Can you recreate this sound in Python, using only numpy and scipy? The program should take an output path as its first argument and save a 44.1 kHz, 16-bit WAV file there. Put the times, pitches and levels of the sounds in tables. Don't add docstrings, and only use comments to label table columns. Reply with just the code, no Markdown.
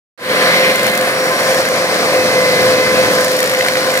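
import sys
import numpy as np
from scipy import signal
from scipy.fft import rfft, irfft
from scipy.io import wavfile
from scipy.ndimage import uniform_filter1d

SR = 44100
rng = np.random.default_rng(int(sys.argv[2]) if len(sys.argv) > 2 else 0)


def bounce(signal):
    frames = np.transpose(np.atleast_2d(signal))
    limited = np.clip(frames, -1, 1)
    pcm = np.round(limited * 32767).astype(np.int16)
    wavfile.write(sys.argv[1], SR, pcm)


N = 176400
T = np.arange(N) / SR

# (time [s], level round 70, 260, 700, 1500, 2600, 4000, 5600 and 10000 Hz [dB])
ROAR_LEVELS = [(.3, -47, -24, -24, -17.5, -27, -27.5, -33.5, -29),
               (.45, -55, -21.5, -23, -14, -24.5, -24.5, -29, -28),
               (.71, -47, -22.5, -24, -19, -20.5, -27, -29, -27.5),
               (.74, -58, -27.5, -25.5, -22, -28.5, -30, -33, -29.5),
               (.89, -43, -24, -24.5, -22, -25.5, -28.5, -33, -27.5),
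               (.92, -58, -26, -32.5, -21, -31.5, -32.5, -37, -30.5),
               (1.15, -57, -25.5, -25.5, -19, -30.5, -32, -33.5, -31),
               (1.6, -47, -26, -21, -19, -29, -30.5, -26, -27.5),
               (1.63, -49, -27.5, -25, -21.5, -31.5, -31.5, -31, -32),
               (2.05, -44, -25.5, -20, -20, -30, -31, -28.5, -30),
               (2.5, -41, -24, -22, -19.5, -29, -27.5, -28, -29),
               (3.05, -38, -21, -22, -19.5, -28, -29, -28, -29.5),
               (3.3, -45.5, -27, -24, -20.5, -32, -30, -25.5, -29),
               (3.35, -49, -25, -24.5, -23.5, -30.5, -31.5, -29, -29.5),
               (3.7, -48, -29, -26.5, -24, -30.5, -31, -29, -31),
               (3.85, -50, -25, -23.5, -23, -32, -31, -30.5, -31.5),
               (4, -44, -29.5, -28.5, -18.5, -29.5, -32, -28.5, -28.5)]
# (time [s], strike level [dB], knock level [dB], knock pitch [Hz])
TOOTH_STRIKES = [(0.5428, -19, -17, 1660), (0.7557, -9, -14.5, 1880), (0.7931, -15, -17, 2170),
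                 (0.8298, -14, -17, 1730), (0.843, -13, -20, 1550), (0.8645, -7, -16, 1450),
                 (0.8774, -20, -15, 1760), (0.8973, -12, -22, 1710), (0.9144, -16, -25, 2080),
                 (0.9354, -18, -20, 1850), (0.9504, -12, -19, 2040), (0.9742, -7, -18, 1720),
                 (0.9884, -19, -22, 2050), (1.01, -10, -19, 2250), (1.025, -18, -17, 1600),
                 (1.5439, -9, -14.5, 1680), (1.5784, -19, -17, 1840), (1.6514, -13, -16, 2060),
                 (1.6856, -12.5, -21, 1660), (3.1004, -14, -20, 1900), (3.1124, -13, -21, 1940),
                 (3.1336, -15, -20, 1500), (3.1504, -9, -22, 1310), (3.1845, -16, -16, 1680),
                 (3.2077, -10, -21, 1610), (3.2445, -7.5, -20, 2040), (3.2807, -12, -18, 1790),
                 (3.3154, -13, -26, 1640), (3.3284, -13, -26, 2060), (3.3645, -10, -29, 2050),
                 (3.389, -10, -16, 1870), (3.4022, -7.5, -17, 1890), (3.4274, -6.5, -14, 1660),
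                 (3.4391, -10, -17, 1750), (3.4514, -12, -24, 1770), (3.458, -10, -17, 1890),
                 (3.474, -10, -16.5, 1910), (3.4947, -10, -17, 1920), (3.514, -13, -17, 1790),
                 (3.5355, -15, -16.5, 1510), (3.5474, -14, -15, 2200), (3.5707, -15, -16, 1840),
                 (3.588, -10, -24, 1460), (3.6084, -18, -10, 2010), (3.6234, -16, -18, 2100),
                 (3.6476, -14, -15, 1760), (3.662, -15, -15, 1460), (3.684, -11, -9.5, 2220),
                 (3.697, -20, -24, 1590), (3.7214, -22, -21, 1470), (3.735, -14, -24, 1460),
                 (3.7544, -19, -15, 1960), (3.77, -17, -17, 1880), (3.786, -22, -27, 1560),
                 (3.8062, -19, -21, 1470), (3.828, -18, -21, 1550), (3.8447, -20, -22, 1460),
                 (3.864, -17, -25, 1590), (3.8744, -19, -18, 1460), (3.902, -14, -20, 2390),
                 (3.9144, -14, -20, 2050), (3.938, -13, -20, 1530), (3.9524, -18, -16, 2070),
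                 (3.9739, -10.5, -13, 2060), (3.9894, -13, -25, 2000)]


def undb(db):
    return 10 ** (np.asarray(db) / 20)


def curve(rows, axis=1):
    rows = np.array(rows)
    return np.interp(T, rows[:, 0], rows[:, axis])


def shape(rows, hz):
    rows = np.array(rows)
    return np.interp(np.log(hz + 1), np.log(rows[:, 0] + 1), rows[:, 1])


def walk(rate):
    hold = int(SR / rate)
    steps = rng.standard_normal(N // 50)[:N // hold + 1]
    held = np.repeat(steps, hold)
    smooth = uniform_filter1d(uniform_filter1d(held, hold), hold)[:N]
    return smooth / smooth.std()


def ring(x, hz, t60):
    r = np.exp(-np.log(1000) / (t60 * SR))
    w = 2 * np.pi * hz / SR
    return signal.lfilter([.5, 0, -.5], [1, -2 * r * np.cos(w), r * r], x)


def ports(same, other):
    # (frequency [Hz], phase [rad])
    left_lead = [(0, 0), (1120, 0.35), (1380, 2.1), (1810, 1.17), (2070, 2.51), (3270, 1.4), (3530, 3.4),
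                 (6030, 5.2), (8610, 6.2), (9470, 4.1), (10900, 6.2), (13600, 6.3), (15400, 2.8),
                 (16100, 5.7)]
    # (frequency [Hz], level [dB])
    left_tilt = [(30, 10), (60, 6), (200, 1.3), (700, .5), (1300, -2), (2400, .6), (4400, 2.5), (7000, 0),
                 (8600, -.5), (9300, -6), (10000, 0), (11500, 3), (15000, 2)]
    # (frequency [Hz], coherence [0-1])
    likeness = [(30, .05), (60, .25), (125, .62), (250, .92), (600, .98), (1000, .76), (2000, .62),
                (4000, .72), (8000, .27), (15000, .3)]
    hz = np.arange(N // 2 + 1) * SR / N
    alike = np.clip(shape(likeness, hz), 0, 1)
    tilt_gain = undb(shape(left_tilt, hz) / 2)
    left = rfft(same)
    right = alike * left * np.exp(-1j * shape(left_lead, hz))
    right = right + np.sqrt(1 - alike ** 2) * rfft(other)
    return np.array([irfft(left * tilt_gain, N), irfft(right / tilt_gain, N)])


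def roar():
    centres = [70, 260, 700, 1500, 2600, 4000, 5600, 10000]
    # (frequency [Hz], level [dB])
    colour = [(30, -30), (60, -8), (120, 3), (200, -5), (400, -1.5), (520, 7.5), (640, 4), (730, 0.5),
              (850, -3.5), (1050, -2), (1330, 0), (1800, 4), (2350, 9.5), (2700, 3), (3300, 5), (4100, 10),
              (5500, 6), (5800, 6), (6250, 2.5), (7400, 1.5), (8600, 1), (9300, 5), (10000, 1), (11500, 1),
              (13500, -4.5), (15500, 2)]
    flicker_db, surge_db = 0.5, 0.75
    hz = np.arange(N // 2 + 1) * SR / N + 1
    surge = walk(44.67)
    white = rfft(rng.standard_normal((2, N)))
    noise = white * undb(shape(colour, hz)) / np.sqrt(hz)
    levels = np.array([curve(ROAR_LEVELS, axis=k) for k in range(1, 9)])
    out = 0
    for mid in 25 * 2 ** (np.arange(29) / 3):
        window = np.cos(np.pi / 2 * np.clip(3 * np.log2(hz / mid), -1, 1)) ** 2
        band = irfft(noise * window, N)
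        share = [np.interp(np.log(mid), np.log(centres), row) for row in np.eye(8)]
        out = out + band * undb(share @ levels + surge_db * surge + flicker_db * walk(18))
    return ports(*(out * np.sqrt(SR / 2)))


def whine():
    # (time [s], pitch [Hz], partial 1 [dB], partial 2 [dB], partial 4 [dB])
    pump = [(0.27, 511.8, -22.5, -29.5, -33), (0.3, 511.8, -15, -39, -28), (0.33, 511.8, -25, -27, -41),
            (0.35, 512.0, -28, -29, -27), (0.39, 512.1, -23, -28, -24), (0.42, 512.8, -17.5, -26.5, -32),
            (0.72, 518.4, -21, -27.5, -32), (0.73, 517.4, -32, -48, -47), (0.75, 517.6, -19, -34, -25),
            (0.76, 517.6, -31, -31, -29), (0.85, 517.6, -19, -31.5, -35), (0.99, 517.5, -26, -38, -34),
            (1.02, 517.1, -17, -35, -36), (1.06, 517.2, -30.5, -41, -33), (1.21, 517.2, -23, -30.5, -34.5),
            (1.29, 517.0, -24, -36, -28), (1.3, 517.1, -25, -30, -54), (1.32, 517.8, -28, -23, -36),
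            (1.43, 519.2, -21, -33, -31), (1.47, 519.1, -24, -24, -35), (1.52, 520.1, -15.5, -38, -38),
            (1.57, 519.6, -23.5, -26, -29), (1.61, 518.6, -14, -43, -53), (1.62, 518.2, -31, -39, -37),
            (1.7, 517.3, -21.5, -41, -29.5), (1.71, 517.1, -21, -29, -45), (1.73, 517.0, -23, -34, -36.5),
            (2.07, 514.1, -23, -32.5, -34), (2.17, 512.6, -15, -31, -29.5), (2.3, 512.3, -22, -36, -30),
            (2.46, 511.8, -17, -27.5, -27), (2.55, 511.8, -25, -33.5, -26.5),
            (2.66, 511.8, -12.5, -29, -31), (2.67, 511.8, -14, -32, -32.5),
            (2.84, 511.8, -18.5, -27.5, -28), (3.17, 512.4, -17, -33.5, -36),
            (3.18, 512.3, -16.5, -25, -49), (3.19, 511.9, -12, -30, -34), (3.5, 511.8, -23, -40, -44),
            (3.51, 512.1, -28, -51, -49), (3.53, 511.9, -18.5, -37, -36), (3.69, 513.1, -23, -29.5, -40),
            (3.84, 515.2, -20.5, -34, -38), (3.87, 515.0, -25, -26, -45), (3.9, 515.0, -17, -32, -36),
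            (4.0, 519.5, -20.5, -32, -34)]
    # (left lead [rad], left minus right [dB])
    placement = [(.3, .3), (.9, -1), (1.8, 1.5), (1.9, -2), (2.0, -3)]
    third_db, fifth_db = -7, -9
    skirt_db, skirt_rate = -15, 70
    turn = 2 * np.pi * np.cumsum(curve(pump)) / SR
    first, second, fourth = [curve(pump, axis=k) for k in (2, 3, 4)]
    side = np.array([[.5], [-.5]])
    out = 0
    for k, level in enumerate([first, second, second + third_db, fourth, fourth + fifth_db]):
        ripple = 1 + undb(skirt_db) * (walk(skirt_rate) + 1j * walk(skirt_rate))
        lead, pan_db = placement[k]
        waver_db = 1.2 if k < 3 else 3
        size = np.sqrt(2) * undb(level + waver_db * walk(12) + pan_db * side)
        size = size / np.cos(lead / 2)
        out = out + size * np.imag(ripple * np.exp(1j * ((k + 1) * turn + lead * side)))
    return out


def engine():
    # (time [s], engine cycles per second [Hz])
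    cycle = [(.3, 21.8), (1.5, 21.85), (2.2, 21.75), (3.2, 21.75), (4, 21.7)]
    # (multiple of the cycle, level against the 260 Hz roar column [dB])
    orders = [(6, -19), (8, -11), (9, -12), (10, -11), (12, -16), (14, -10), (16, -16), (18, -12),
              (20, -11), (22, -15), (26, -13), (29, -11), (32, -13)]
    waver_db, phase_waver = 2.5, 0.34
    turn = 2 * np.pi * np.cumsum(curve(cycle)) / SR
    out = 0
    for k, db in orders:
        gain = undb(db + waver_db * walk(4.94))
        phase = rng.uniform(0, 2 * np.pi) + phase_waver * walk(5.88)
        out = out + gain * np.sin(round(k) * turn + phase)
    out = out * undb(curve(ROAR_LEVELS, axis=2))
    return out * undb([[.5], [-.5]])


def teeth():
    # (frequency [Hz], level [dB], t60 [s])
    wheel_modes = [(3880, -9, .006), (5900, -5, .003), (7200, -4, .004), (8900, -5, .002),
                   (10300, -8, .002), (11600, -7, .003), (14000, -12, .0015)]
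    teeth_per_s, steady_db, scatter_db = 82, -28, 3.5
    strike_trim_db, scrape_s = 1.5, .0045
    bite = rng.standard_normal((int(4 * teeth_per_s), 2))
    steady_times = (np.arange(len(bite)) + .08 * bite[:, 0]) / teeth_per_s
    steady = np.c_[steady_times, steady_db + scatter_db * bite[:, 1]]
    clear = np.array(TOOTH_STRIKES)[:, :2] + [0, strike_trim_db]
    rows = np.r_[clear, steady]
    hit = np.zeros(N)
    hit[np.clip((rows[:, 0] * SR).astype(int), 0, N - 1)] = undb(rows[:, 1])
    along = np.linspace(0, 1, int(scrape_s * SR))
    contact = along * (1 - along) ** .5
    push = signal.fftconvolve(hit, contact)[:N] / np.linalg.norm(contact)
    sides = []
    for noise in rng.standard_normal((2, N)):
        scrape = push * noise
        sides.append(sum(undb(db) * ring(scrape, hz, t60) for hz, db, t60 in wheel_modes))
    return ports(*sides)


def whistle():
    # (start [s], end [s], pitch at the top of the arch [Hz], level [dB])
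    tones = [(.32, .76, 5660, -33), (1.14, 1.64, 5635, -32), (.24, .95, 4110, -32)]
    bend, right_db = .02, -6
    out = 0
    for start, end, hz, db in tones:
        arch = np.sin(np.pi * np.clip((T - start) / (end - start), 0, 1)) ** .25
        pitch = hz * (1 - bend * (1 - arch) + .0015 * walk(30))
        tone = np.sin(2 * np.pi * np.cumsum(pitch) / SR)
        out = out + arch * undb(db + 3.3 * walk(24.8)) * tone
    return out * undb([[0], [right_db]])


def panels():
    # (start [s], end [s], frequency [Hz], t60 [s], level [dB])
    resonances = [(.25, 1.65, 705, .06, -30), (1.7, 4.2, 705, .05, -35), (1.7, 3.15, 2745, .05, -43),
                  (1.7, 3.15, 4220, .03, -39), (1.7, 3.15, 5015, .04, -42), (1.65, 3.1, 5550, .06, -41),
                  (1.65, 3.2, 6066, .05, -41), (1.7, 3.2, 6440, .04, -47), (3.42, 3.62, 1915, .08, -33),
                  (3.5, 4.1, 1460, .1, -34), (3.3, 4.2, 5475, .05, -42)]
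    flicker_db, drift = 2.5, .002
    out = 0
    for start, end, hz, t60, db in resonances:
        on = np.clip(np.minimum(T - start, end - T) / .05, 0, 1)
        r = np.exp(-np.log(1000) / (t60 * SR))
        slow = signal.lfilter([np.sqrt(1 - r * r)], [1, -r], rng.standard_normal((2, 2, N)))
        carrier = np.exp(2j * np.pi * np.cumsum(hz * (1 + drift * walk(8))) / SR)
        tone = np.imag((slow[0] + 1j * slow[1]) * carrier)
        out = out + on * undb(db + flicker_db * walk(27.08)) * tone
    return ports(*out)


def knocks():
    # (multiple of the knock pitch, level [dB], t60 [s])
    wood_modes = [(.78, -5, .012), (1, 0, .013), (1.27, -3, .009), (1.6, -7, .007), (1.95, -7, .009)]
    knock_trim_db, rise_s = 12., .0015
    out = np.zeros((2, N + SR))
    t = np.arange(SR // 20) / SR
    phases = rng.uniform(0, 2 * np.pi, (len(TOOTH_STRIKES), 2, len(wood_modes)))
    rise = np.minimum(t / rise_s, 1)
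    for (start, _, db, hz), phase in zip(TOOTH_STRIKES, phases):
        note = 0
        for j, (k, rel_db, t60) in enumerate(wood_modes):
            decay = undb(rel_db - 60 * t / t60)
            note = note + decay * np.sin(2 * np.pi * hz * k * t + phase[:, [j]])
        first = int(start * SR)
        out[:, first:first + len(t)] += undb(db + knock_trim_db) * rise * note
    return ports(*out[:, :N])


def scene():
    return roar() + whine() + engine() + teeth() + whistle() + panels() + knocks()


def record(dry):
    left_start_s, right_start_s = .192, .1765
    bass_cut_hz, top_hz = 35, 15550
    ramp_s, fade_power = 0.18, 1.82
    ramp = np.clip((T - right_start_s) / ramp_s + 0.2, 0, 1) ** fade_power
    fade = ramp * (T > np.array([[left_start_s], [right_start_s]]))
    bass_cut = signal.butter(2, bass_cut_hz, "high", fs=SR, output="sos")
    top_cut = signal.ellip(10, .2, 80, top_hz, fs=SR, output="sos")
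    rounded = np.tanh(0.74 * signal.sosfilt(bass_cut, dry)) / 0.66
    return signal.sosfilt(top_cut, fade * rounded)


dry = scene()
out = record(dry)
bounce(out)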